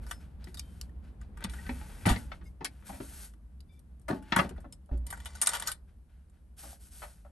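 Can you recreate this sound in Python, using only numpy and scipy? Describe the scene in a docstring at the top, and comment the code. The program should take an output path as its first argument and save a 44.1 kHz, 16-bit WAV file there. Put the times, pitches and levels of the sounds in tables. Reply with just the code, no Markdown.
"""A small camper kitchen, soft inside and booming near 60 Hz, heard through two close phone ports.
Chopsticks and spoons tick, a drawer slides to its stop, a board is lifted and laid on the worktop,
the cutlery drops into the drawer and a cloth is pulled over it. Blows excite decaying modes with noise;
rubs and the slide are noise of sparse slips; squeaks, rings and booms are single modes or thin noise bands;
the drone is noise shaped by the cabin, and the walls answer by convolution."""
import sys
import numpy as np
from scipy import signal
from scipy.fft import rfft, irfft, next_fast_len
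from scipy.io import wavfile
from scipy.ndimage import uniform_filter1d

SR = 44100
rng = np.random.default_rng(int(sys.argv[2]) if len(sys.argv) > 2 else 0)


def store_pcm(level_fs):
    """Save levels as 16-bit WAV."""
    pcm = np.round(np.clip(level_fs, -1, 1) * 32767).astype(np.int16)
    wavfile.write(sys.argv[1], SR, np.atleast_2d(pcm).T)


N = 322365
SIZE = next_fast_len(N + SR)  # transform length, with room for tails
HZ = np.maximum(np.fft.rfftfreq(SIZE, 1 / SR), 1)
TIME = np.arange(N) / SR
SIDES = np.array([[1], [-1]])  # left, right

# Levels in the tables hold ahead of the ports' response.
# cutlery contacts: (time [s], treble peak [dB], middle peak re treble [dB], lifted treble [Hz], contact t60 [s])
CUTLERY_CONTACTS = [(0.0653, -48, 1.5, 4630, 0.083), (0.1106, -26, -4, 3040, 0.07),
                    (0.4419, -40.5, -34, 4470, 0.031), (0.5434, -37, -13.5, 4700, 0.047),
                    (0.571, -38, -13.5, 4070, 0.17), (0.594, -25, -28, 5600, 0.024),
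                    (0.8128, -27.5, -37, 5200, 0.007), (1.2136, -51, 1.5, 7560, 0.032),
                    (0.8928, -64, 3.5, 2940, .04), (1.372, -49, 5, 3050, .076),
                    (1.4063, -48, 3, 3500, .035), (1.44, -25.5, -18, 3800, 0.044),
                    (1.496, -38.5, -26, 3500, 0.056), (1.5354, -42, -0.5, 3440, 0.042),
                    (2.0591, -26, -1, 2480, 0.19), (2.0902, -23, -1.5, 3246, 0.19),
                    (2.1274, -41, 7.5, 2890, 0.086), (2.6456, -23.5, -12, 4920, 0.069),
                    (3.3367, -55, -4, 2830, .029), (3.6047, -49.5, -24.5, 4600, 0.025),
                    (3.7925, -55, -27, 9660, .035), (3.996, -58, -16, 8900, .039),
                    (4.015, -63, -17, 8900, 0.07), (4.0819, -39, 7, 2750, 0.15),
                    (4.2248, -52.5, -1.5, 2920, 0.1), (4.3613, -21.5, 2, 2810, 0.19),
                    (4.4919, -41.5, -3.5, 2700, 0.052), (4.562, -63.5, 11, 2970, 0.12),
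                    (4.6028, -57.5, -1.5, 9000, 0.078), (4.724, -41, -22, 9070, 0.063),
                    (4.8592, -64, -21, 9300, .046), (4.9748, -56.5, -11, 9370, .045),
                    (5.0659, -37, -20, 9500, 0.044), (5.1032, -33, -12, 9600, 0.062),
                    (5.1258, -40, 8.5, 7500, 0.09), (5.1739, -48.5, 2.5, 8450, 0.056),
                    (5.2016, -42, -3, 3350, .045), (5.2486, -39, -35.5, 7210, 0.019),
                    (5.257, -31, -6, 3200, 0.078), (5.3025, -55, 1.5, 6760, 0.085),
                    (5.3513, -39.5, -3.5, 6090, 0.076), (5.4147, -17.5, -16, 8900, 0.06),
                    (5.4214, -16, -28.5, 7590, 0.018), (5.4284, -24, -8, 9130, 0.062),
                    (5.46, -24, -31, 5660, 0.1), (5.4708, -11.5, -20, 8450, 0.029),
                    (5.4754, -29.5, 1.5, 9130, 0.15), (5.4904, -20.5, -16.5, 8100, 0.043),
                    (5.5328, -25.5, -5, 3010, 0.18), (5.5504, -27, -5, 3437, 0.068),
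                    (5.598, -29.5, -9.5, 8890, .043), (5.6227, -25.5, -7, 3564, 0.034),
                    (5.6648, -37, -2.5, 8600, 0.12), (5.6724, -19.5, -15, 6140, 0.072),
                    (5.6812, -31, 2.5, 4200, 0.15), (5.7161, -27, -18, 9200, 0.053),
                    (6.2971, -62.5, -11, 8310, 0.048)]
# cutlery shifting in the drawer between the clear contacts: (time [s], level [dB])
RATTLE_LEVEL = [(5.066, -58.5), (5.238, -64.5), (5.43, -56.5), (5.56, -40.5), (5.588, -57), (5.615, -47),
                (5.71, -56), (5.78, -89)]
# modes of sticks and spoons: (frequency [Hz], t60 [s])
CUTLERY_MODES = [(700, .02), (1000, .025), (1200, .03), (1507, .035), (1970, .02), (2400, .02),
                 (3050, .025), (3600, .02), (3950, .025), (4600, .015), (5300, .02), (6000, .015),
                 (6900, .02), (7680, .015), (8780, .02), (9300, .015), (11300, .015)]
TICK_MIDDLE_HZ = 1600  # centre of the lift in the middle band
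TICK_PAN_DB, TICK_SCATTER_DB = 1, 1  # left minus right, and its spread from tick to tick

# wood on wood: (time [s], middle peak [dB], treble re middle [dB], bass re middle [dB],
# lifted middle [Hz], lifted bass [Hz], contact t60 [s])
WOOD_CONTACTS = [(0.471, -50, 1, 7, 1500, 205, 0.06), (1.445, -39, 5.5, 7.5, 856, 218, 0.028),
                 (1.664, -45.5, 4, 0, 1430, 212, 0.076), (1.69, -35, 4, 4.5, 850, 238, 0.094),
                 (2.054, -27.5, 1.5, -2.5, 846, 218, 0.076), (2.066, -22, -5.5, 2, 654, 175, 0.094),
                 (2.085, -29.5, 3.5, 0, 835, 131, 0.054), (2.099, -26, -3, -0.5, 800, 233, 0.12),
                 (2.122, -43, -1.5, 0.5, 1000, 180, 0.17), (2.160, -40, 6.5, 4, 860, 213, 0.053),
                 (2.317, -36.5, -0.5, -14, 1330, 227, 0.055), (2.411, -51.5, -6, 2.5, 1450, 181, 0.13),
                 (2.607, -39.5, -3, 0, 840, 380, 0.14), (2.647, -39.5, 10, -7, 1400, 297, 0.076),
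                 (2.823, -51.5, -7.5, -8.5, 1480, 140, 0.13), (2.892, -38, -9, -3.5, 750, 228, 0.084),
                 (2.924, -47, -2, -0.5, 625, 238, 0.22), (3.001, -39, -8.5, 3.5, 590, 313, 0.091),
                 (4.084, -30.5, -7.5, -8, 595, 284, 0.084), (4.101, -27.5, -8, 4, 537, 185, 0.17),
                 (4.321, -21.5, 4.5, -4, 1090, 208, 0.086), (4.363, -18.5, -5.5, -2, 1030, 214, 0.076),
                 (4.388, -17, -2, -6.5, 1234, 177, 0.088), (4.407, -29.5, -7, -1, 800, 340, 0.18),
                 (4.446, -43, -18, 13, 603, 201, 0.044), (4.51, -45.5, -6, 5.5, 630, 264, 0.055),
                 (4.578, -46.5, -6, -1, 585, 200, 0.044), (4.643, -44, -29, -2, 574, 274, 0.087),
                 (4.889, -50.5, -23, -31, 617, 154, 0.21), (4.912, -52, -22, 16, 690, 160, 0.18),
                 (6.634, -45, -33, -6.5, 620, 244, 0.21), (6.728, -49, -24, -19, 630, 137, 0.042),
                 (7.019, -37, -7, -37, 1360, 184, 0.15), (7.036, -40, -5, -18, 737, 164, 0.056),
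                 (7.247, -49.5, -22, -16, 626, 186, 0.14)]
# modes of drawer, board and worktop: (frequency [Hz], t60 [s])
WOOD_MODES = [(140, .12), (189, .2), (228, .15), (272, .12), (320, .1), (375, .08), (593, .06), (684, .05),
              (776, .05), (868, .04), (967, .04), (1050, .04), (1141, .04), (1340, .03), (1520, .03),
              (1780, .025), (1975, .025), (2283, .02), (2700, .02), (3150, .015), (3500, .015), (4300, .01)]
KNOCK_PAN_DB = 1  # left minus right

# Single modes; the level is that of the decay ahead of its gradual onset.
# loose metal pieces left singing: (time [s], level [dB], pitch [Hz], t60 [s])
METAL_RINGS = [(0.0, -70, 2470, 0.21), (.130, -58.5, 5170, 0.25), (.615, -66, 3130, 0.71),
               (2.160, -31.5, 2118, 0.026), (2.190, -60, 855, 0.53), (4.130, -52.5, 862, 0.67),
               (4.235, -67, 2920, 0.26), (4.726, -48.5, 5210, .07)]
# the runners catch and squeak: (time [s], level [dB], pitch [Hz], t60 [s])
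RUNNER_SQUEAKS = [(1.555, -46, 1570, 0.12), (1.585, -34.5, 1890, 0.056), (1.600, -47, 1510, 0.056),
                  (1.650, -42, 1530, 0.15), (1.810, -46, 854, 0.16)]
# jolts of the cabin floor: (time [s], level [dB], pitch [Hz], t60 [s])
FLOOR_JOLTS = [(1.481, -37.5, 61, 0.33), (1.710, -35, 64.6, 0.43), (2.059, -22, 99.6, 0.22),
               (2.109, -17, 53.8, 0.1), (4.359, -38, 70.2, 0.5), (4.916, -27, 56.5, 0.28),
               (4.949, -32.5, 56.5, 0.47), (4.999, -37.5, 59, 0.72)]

# strokes of hands, sleeves, board and cloth: (time [s], length [s], hiss level at the start [dB],
# hiss level at the end [dB], body level re hiss [dB])
RUB_STROKES = [(0.0, 0.064, -63, -74, 6), (0.062, 0.097, -53, -68, -3), (0.178, 0.16, -66.5, -89.5, 7.5),
               (0.378, 0.058, -87, -86, 21), (0.449, 0.12, -59.5, -85, 3.5), (0.605, 0.24, -74.5, -72, 1),
               (1.01, 0.073, -77, -82, 12), (1.183, 0.047, -88, -84, 18), (1.48, 0.56, -60, -62, -2.5),
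               (2.146, 0.12, -49.5, -67, -1), (2.232, 0.12, -85.5, -70.5, 8),
               (2.414, 0.054, -76, -70, -10.5), (2.677, 0.24, -75.5, -78, 4), (2.837, .15, -51, -60, -6.5),
               (2.981, .27, -57, -53, -7.5), (3.703, 0.07, -68, -83, -10),
               (4.115, 0.078, -56.5, -77.5, 9.5), (4.195, 0.13, -88.5, -69.5, 12),
               (4.41, 0.047, -61.5, -82, 27.5), (4.51, .12, -88, -90, 13), (4.9, 0.059, -77, -90, 17),
               (5.86, 0.046, -84, -97, 20), (6.065, 0.161, -92, -94, 12), (6.302, 0.088, -90, -94, 11),
               (6.558, .17, -52.5, -55, -7.5), (6.778, 0.094, -61, -60.5, -12), (6.89, 0.15, -60, -55, -11),
               (7.048, 0.17, -58.5, -75.5, -5.5), (7.22, .08, -71, -84.5, -0.5)]
STROKE_ATTACK_S, STROKE_RELEASE_T60_S = 0.034, 0.19
FLUTTER_DB, FLUTTER_S = 1, .03  # spread of the random levels ahead of slewing; time each is held
STIR_DB = -88.5  # sleeves stir faintly all the time
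SLEEVE_HZ, SLEEVE_WIDTH_HZ, SLEEVE_DB = 1540, 400, -8  # resonance in the body of a rub

# drawer on its runners: (time [s], level [dB])
SLIDE_LEVEL = [(1.34, -78), (1.428, -51), (1.55, -58.5), (1.618, -61), (1.834, -58.5), (2.004, -61.5),
               (2.08, -52.5)]
# resonances of the drawer box: (frequency [Hz], width [Hz], level [dB])
BOX_RESONANCES = [(860, 160, -7), (1300, 150, -6), (1520, 250, 0), (1870, 200, -5), (2250, 300, -6),
                  (3130, 300, -13)]

# faint held squeaks: (time [s], length [s], tones as (frequency [Hz], rms level [dB]))
RUBBED_TONES = [(2.448, 0.044, [(2137, -69), (2789, -82), (3655, -83), (5001, -72), (6196, -79)]),
                (3.685, 0.11, [(2336, -81), (3542, -78), (4834, -86), (5233, -92)])]
CHIRP_EDGE_S, CHIRP_WAVER_HZ = .012, 29.4  # fade at each end; half width of each band

# cabin rumble: (time [s], level [dB])
RUMBLE_LEVEL = [(0.0, -44.5), (0.25, -49), (1.08, -49), (2.14, -45.5), (2.36, -48.5), (2.65, -55),
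                (3.03, -51.5), (3.46, -56), (4.38, -55), (4.55, -48), (4.89, -58.5), (5.05, -48),
                (5.25, -53), (5.64, -52), (6.05, -60), (6.94, -56.5), (7.31, -58.5)]
# relative spectrum of the rumble in the cabin: (frequency [Hz], density [dB per Hz])
CABIN_SPECTRUM = [(12, -51.5), (20, -27.5), (63, 0.5), (96, -18.5), (160, -18), (232, -20), (272, -29.5),
                  (305, -26), (343, -32.5), (905, -39.5), (1690, -47), (5000, -62.5), (6500, -100.5),
                  (11000, -120)]

# decay of the wall sound: (frequency [Hz], t60 [s])
ROOM_DECAY = [(100, 0.61), (1000, 0.075), (10000, 0.09)]
# strength of the wall sound: (frequency [Hz], level re direct [dB])
ROOM_LEVEL = [(100, -10), (500, -3), (1500, -2), (5000, -3), (10000, -7)]
# likeness of diffuse sound, left against right: (frequency [Hz], likeness [0-1])
DIFFUSE_LIKENESS = [(60, .99), (250, .8), (600, .55), (1400, .1), (7000, .2), (8500, .9), (11000, .8),
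                    (16000, .5)]

# response common to both ports: (frequency [Hz], gain [dB])
PORT_RESPONSE = [(20, 6), (3800, -0.5), (5200, 0), (7000, 0), (8700, 4), (10200, 10), (11400, 9),
                 (12500, -9), (13300, -24), (16000, -27)]
# phase by which the left port leads: (frequency [Hz], lead [radians])
PORT_PHASE_LEAD = [(20, 0), (200, .1), (900, -.4), (2400, .3), (5000, .6), (6500, .1), (7700, .9),
                   (8600, 0), (10200, -3.14), (11800, -5.6), (12600, -7), (13300, -7.4), (16000, -7.4)]
# balance of the ports: (frequency [Hz], left minus right [dB])
PORT_LEVEL_BALANCE = [(30, -2), (300, 1), (1400, 1.5), (3000, 2.5), (8000, 0.5)]
TOP_HZ = 15900  # edge of the final low-pass


def cutlery():
    """Modal impact: light sticks and spoons tick bright and short; slips rattle while the handful settles."""
    out = np.zeros((2, N))
    for s, treble_db, middle_db, treble_hz, t60 in CUTLERY_CONTACTS:
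        tick = blow(CUTLERY_MODES, t60, rise_s=0.0009, crack_db=49, scatter_db=1.5, chatter_db=-8, uneven_db=2.0)
        treble = part(tick, 2500, 24000, treble_db, treble_hz)
        middle = part(tick, 820, 2000, treble_db + middle_db, TICK_MIDDLE_HZ)
        add(out, s, treble + middle, TICK_PAN_DB + TICK_SCATTER_DB * rng.standard_normal())
    answer = body(CUTLERY_MODES, TIME[:SR // 20], crack_db=50, scatter_db=2.5)
    rattle = signal.fftconvolve(grit(2.2, .15), answer)[:N]
    return out + amp(over_time(RATTLE_LEVEL)[0]) * unit(band(rattle, 620, 8000))


def woodwork():
    """Damped panel modes: drawer, board and worktop answer a blow low and dry."""
    out = np.zeros((2, N))
    for s, middle_db, treble_db, bass_db, middle_hz, bass_hz, t60 in WOOD_CONTACTS:
        knock = blow(WOOD_MODES, t60, rise_s=0.0022, crack_db=51, scatter_db=1.96, chatter_db=-9.5, uneven_db=3.5)
        middle = part(knock, 500, 1500, middle_db, middle_hz)
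        treble = part(band(knock, 1200, 5500), 1500, 4500, middle_db + treble_db, 2100)
        # the bass is the same at both ports
        bass = part(knock.mean(axis=0, keepdims=True), 150, 480, middle_db + bass_db, bass_hz)
        add(out, s, middle + treble + bass, KNOCK_PAN_DB)
    return out


def rubbing():
    """Friction noise: fibres slip in a fine hiss; the rubbed things add a duller, scratchier body."""
    hiss_gain, body_gain = np.zeros(N), np.full(N, amp(STIR_DB))
    for s, length, start_db, end_db, body_db in RUB_STROKES:
        t = TIME - s
        attack = np.clip(t / STROKE_ATTACK_S, 0, 1) ** 2
        release = fade(np.maximum(t - length, 0), STROKE_RELEASE_T60_S)
        stroke = attack * release * amp(np.interp(t, [0, length], [start_db, end_db]))
        # overlapping strokes add in power
        hiss_gain = np.hypot(hiss_gain, stroke)
        body_gain = np.hypot(body_gain, amp(body_db) * stroke)
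    hiss = unit(band(grit(1.0, .4), 3600, 18000))
    scrape = unit(band(grit(1.8, .3), 450, 3200))
    sleeve = unit(band(scrape, SLEEVE_HZ - SLEEVE_WIDTH_HZ / 2, SLEEVE_HZ + SLEEVE_WIDTH_HZ / 2))
    scrape = unit(scrape + amp(SLEEVE_DB) * sleeve)
    return flutter() * hiss_gain * hiss + flutter() * body_gain * scrape


def drawer_slide():
    """Stick-slip excitation: slips on the runners ring the resonances of the drawer box."""
    slips = flutter() * grit(3.2, .15)
    box = sum(amp(db) * unit(band(slips, hz - width / 2, hz + width / 2)) for hz, width, db in BOX_RESONANCES)
    scrape = unit(band(slips, 300, 2500))
    return amp(over_time(SLIDE_LEVEL)[0]) * unit(unit(box) + amp(5.0) * scrape)


def squeaks():
    """Friction-driven mode: a catching runner swells gently into one decaying tone."""
    return single_modes(RUNNER_SQUEAKS, rise_s=0.0098)


def rings():
    """Free vibration: each loose metal piece is left singing on one mode with a sharp onset."""
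    return single_modes(METAL_RINGS, rise_s=0.00053)


def booms():
    """Cabin resonance: each jolt of the floor rings one low decaying mode."""
    return single_modes(FLOOR_JOLTS, rise_s=0.0023)


def chirps():
    """Narrow-band noise: something rubbed sings for a moment, each tone a thin wavering band."""
    out = np.zeros(N)
    for s, length, tones in RUBBED_TONES:
        gate = np.clip(np.minimum(TIME - s, s + length - TIME) / CHIRP_EDGE_S, 0, 1)
        for hz, db in tones:
            tone = unit(band(rng.standard_normal(N), hz - CHIRP_WAVER_HZ, hz + CHIRP_WAVER_HZ))
            out += amp(db) * gate * tone
    return out


def rumble():
    """Modal colouring of noise: an outside drone is shaped by the cabin's low modes."""
    level_db = over_time(RUMBLE_LEVEL)[0] + .5 * SIDES
    return amp(level_db) * unit(diffuse(over_hz(CABIN_SPECTRUM)))


def room():
    """Diffuse reverberation: octave bands of noise at each port fade at their own rates."""
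    t, noise, tail = TIME[:SR // 2], diffuse(0)[:, :SR // 2], 0
    for hz in 125 * 2. ** np.arange(8):
        shape = fade(t, over_hz(ROOM_DECAY, hz)) * np.minimum(t / .0015, 1)
        shape = shape / np.sqrt(np.sum(shape ** 2))  # unit energy
        octave = band(noise, hz / np.sqrt(2), min(hz * np.sqrt(2), 20000))
        tail = tail + amp(over_hz(ROOM_LEVEL, hz)) * octave * shape
    return tail


def diffuse(shape_db):
    """Spatial coherence: a shaped noise pair is as alike as the ports hear a diffuse field."""
    like = np.clip(over_hz(DIFFUSE_LIKENESS), 0, 1)
    mid, side = rfft(rng.standard_normal((2, SIZE))) * amp(shape_db)
    pair = np.sqrt(1 + like) * mid + np.sqrt(1 - like) * side * SIDES
    return irfft(pair, SIZE)[:, :N] / np.sqrt(2)


def blow(modes, contact_t60, rise_s, crack_db, scatter_db, chatter_db, uneven_db):
    """Impact excitation: a first strike, then uneven chatter that dies away, drives a modal body."""
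    t = np.arange(int(SR / 4)) / SR
    steps = np.repeat(rng.standard_normal(len(t) // 64 + 1), 64)[:len(t)]
    chatter = amp(chatter_db) * amp(uneven_db * steps) * fade(t, max(contact_t60, .004))
    strike = fade(t, 0.0061)
    shape = (chatter + strike) * (1 - np.exp(-t / rise_s))
    # the contact comes from many spots, so each port hears it a little differently
    shared, apart = rng.standard_normal((2, len(t)))
    push = (shared + amp(-5) * apart * SIDES) * shape
    answer = body(modes, t, crack_db, scatter_db)[None]
    return signal.fftconvolve(push, answer, axes=1)[:, :len(t)]


def body(modes, t, crack_db, scatter_db):
    """Modal superposition: one click gives a broad crack plus modes, each caught differently every time."""
    hz, t60 = np.transpose(modes)[:, :, None]
    level_chance, pitch_chance = rng.standard_normal((2, len(modes), 1))
    # short-lived modes start stronger, so all carry alike energy
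    start = amp(scatter_db * level_chance) / np.sqrt(t60)
    tone = np.sin(2 * np.pi * hz * (1 + 0.029 * pitch_chance) * t)
    ring = (start * fade(t, t60) * tone).sum(axis=0)
    ring[0] = amp(crack_db)
    return ring


def part(sound, lo_hz, hi_hz, peak_db, loud_hz):
    """Band-wise radiation: one band of a blow has its own peak, lifted where the spot struck rings most."""
    piece = band(sound, lo_hz, hi_hz)
    piece = piece + amp(1) * band(piece, loud_hz * .8, loud_hz / .8)
    return amp(peak_db) * piece / np.abs(piece.mean(axis=0)).max()


def single_modes(table, rise_s):
    """Damped oscillation: each event sings on one mode with a gradual onset and exponential decay."""
    out, t = np.zeros((2, N)), np.arange(int(SR / 2)) / SR
    for s, db, hz, t60 in table:
        envelope = (1 - np.exp(-t / rise_s)) * fade(t, t60)
        add(out, s, amp(db) * envelope * np.sin(2 * np.pi * hz * t))
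    return out


def grit(sizes_db, share):
    """Stochastic slip: noise made of sparse slips whose sizes have a long tail."""
    slips = rng.standard_normal(N) * (rng.random(N) < share)
    return unit(slips * amp(sizes_db * rng.exponential(size=N)))


def flutter():
    """Amplitude modulation: uneven pressure as random levels, each slewed into the next."""
    k = int(FLUTTER_S * SR)
    held = np.repeat(rng.standard_normal(N // k + 1), k)
    return amp(FLUTTER_DB * uniform_filter1d(held, k)[:N])


def fade(t, t60):
    """Exponential decay: falls 60 dB in t60."""
    return np.exp(-np.log(1000) * t / t60)


def add(out, s, sound, pan_db=0.):
    """Superposition: mix one event into the stereo track, with pan as left minus right."""
    i = int(s * SR)
    sound = sound[..., :N - i]
    out[:, i:i + sound.shape[-1]] += amp(pan_db * SIDES / 2) * sound


def band(x, lo_hz, hi_hz):
    """Band-pass filtering along the last axis."""
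    edges = [lo_hz, min(hi_hz, .45 * SR)]
    return signal.sosfilt(signal.butter(2, edges, "band", fs=SR, output="sos"), x)


def unit(x):
    """Power normalisation: scale to rms 1."""
    return x / np.sqrt(np.mean(x ** 2))


def amp(db):
    """Logarithmic level: decibels to amplitude gain."""
    return 10 ** (np.asarray(db) / 20)


def over_hz(table, hz=HZ):
    """Logarithmic frequency scale: read (frequency, value) rows on a log axis."""
    return np.interp(np.log(hz), np.log(np.array(table)[:, 0]), np.array(table)[:, 1])


def over_time(table):
    """Linear interpolation: columns of a level curve, sample by sample; -120 dB outside it."""
    s, *columns = np.transpose(table)
    return [np.interp(TIME, s, c, left=-120, right=-120) for c in columns]


def scene():
    """Direct and reverberant field: worktop sounds arrive directly and again by the walls, over the rumble."""
    near = cutlery() + woodwork() + rings() + squeaks() + booms()
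    near = near + amp(0.68 * SIDES) * (rubbing() + drawer_slide() + chirps())
    middle = near.mean(axis=0)
    walls = irfft(rfft(middle, SIZE) * rfft(room(), SIZE), SIZE)[:, :N]
    # the two ports share the top treble, so direction fades there
    low_pass = signal.butter(2, 7500, fs=SR, output="sos")
    side = signal.sosfiltfilt(low_pass, near[0] - near[1]) / 2
    return middle + SIDES * side + amp(0.6 * SIDES) * walls + rumble()


def record(dry):
    """Port resonance: treble is coloured and the sides turned in phase; faint hiss is added, the top cut."""
    hiss = amp(-83) * diffuse(0)
    # causal response from the folded cepstrum of the log gain
    cepstrum = irfft(np.log(amp(over_hz(PORT_RESPONSE))), SIZE)
    cepstrum[1:SIZE // 2] *= 2
    cepstrum[SIZE // 2 + 1:] = 0
    turn = .5j * SIDES * over_hz(PORT_PHASE_LEAD)
    balance = amp(SIDES * over_hz(PORT_LEVEL_BALANCE) / 2)
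    ports = np.exp(rfft(cepstrum) + turn) * balance
    coloured = irfft(rfft(dry + hiss, SIZE) * ports, SIZE)[:, :N]
    return signal.sosfilt(signal.ellip(8, .2, 70, TOP_HZ, fs=SR, output="sos"), coloured)


dry = scene()
out = record(dry)
store_pcm(out)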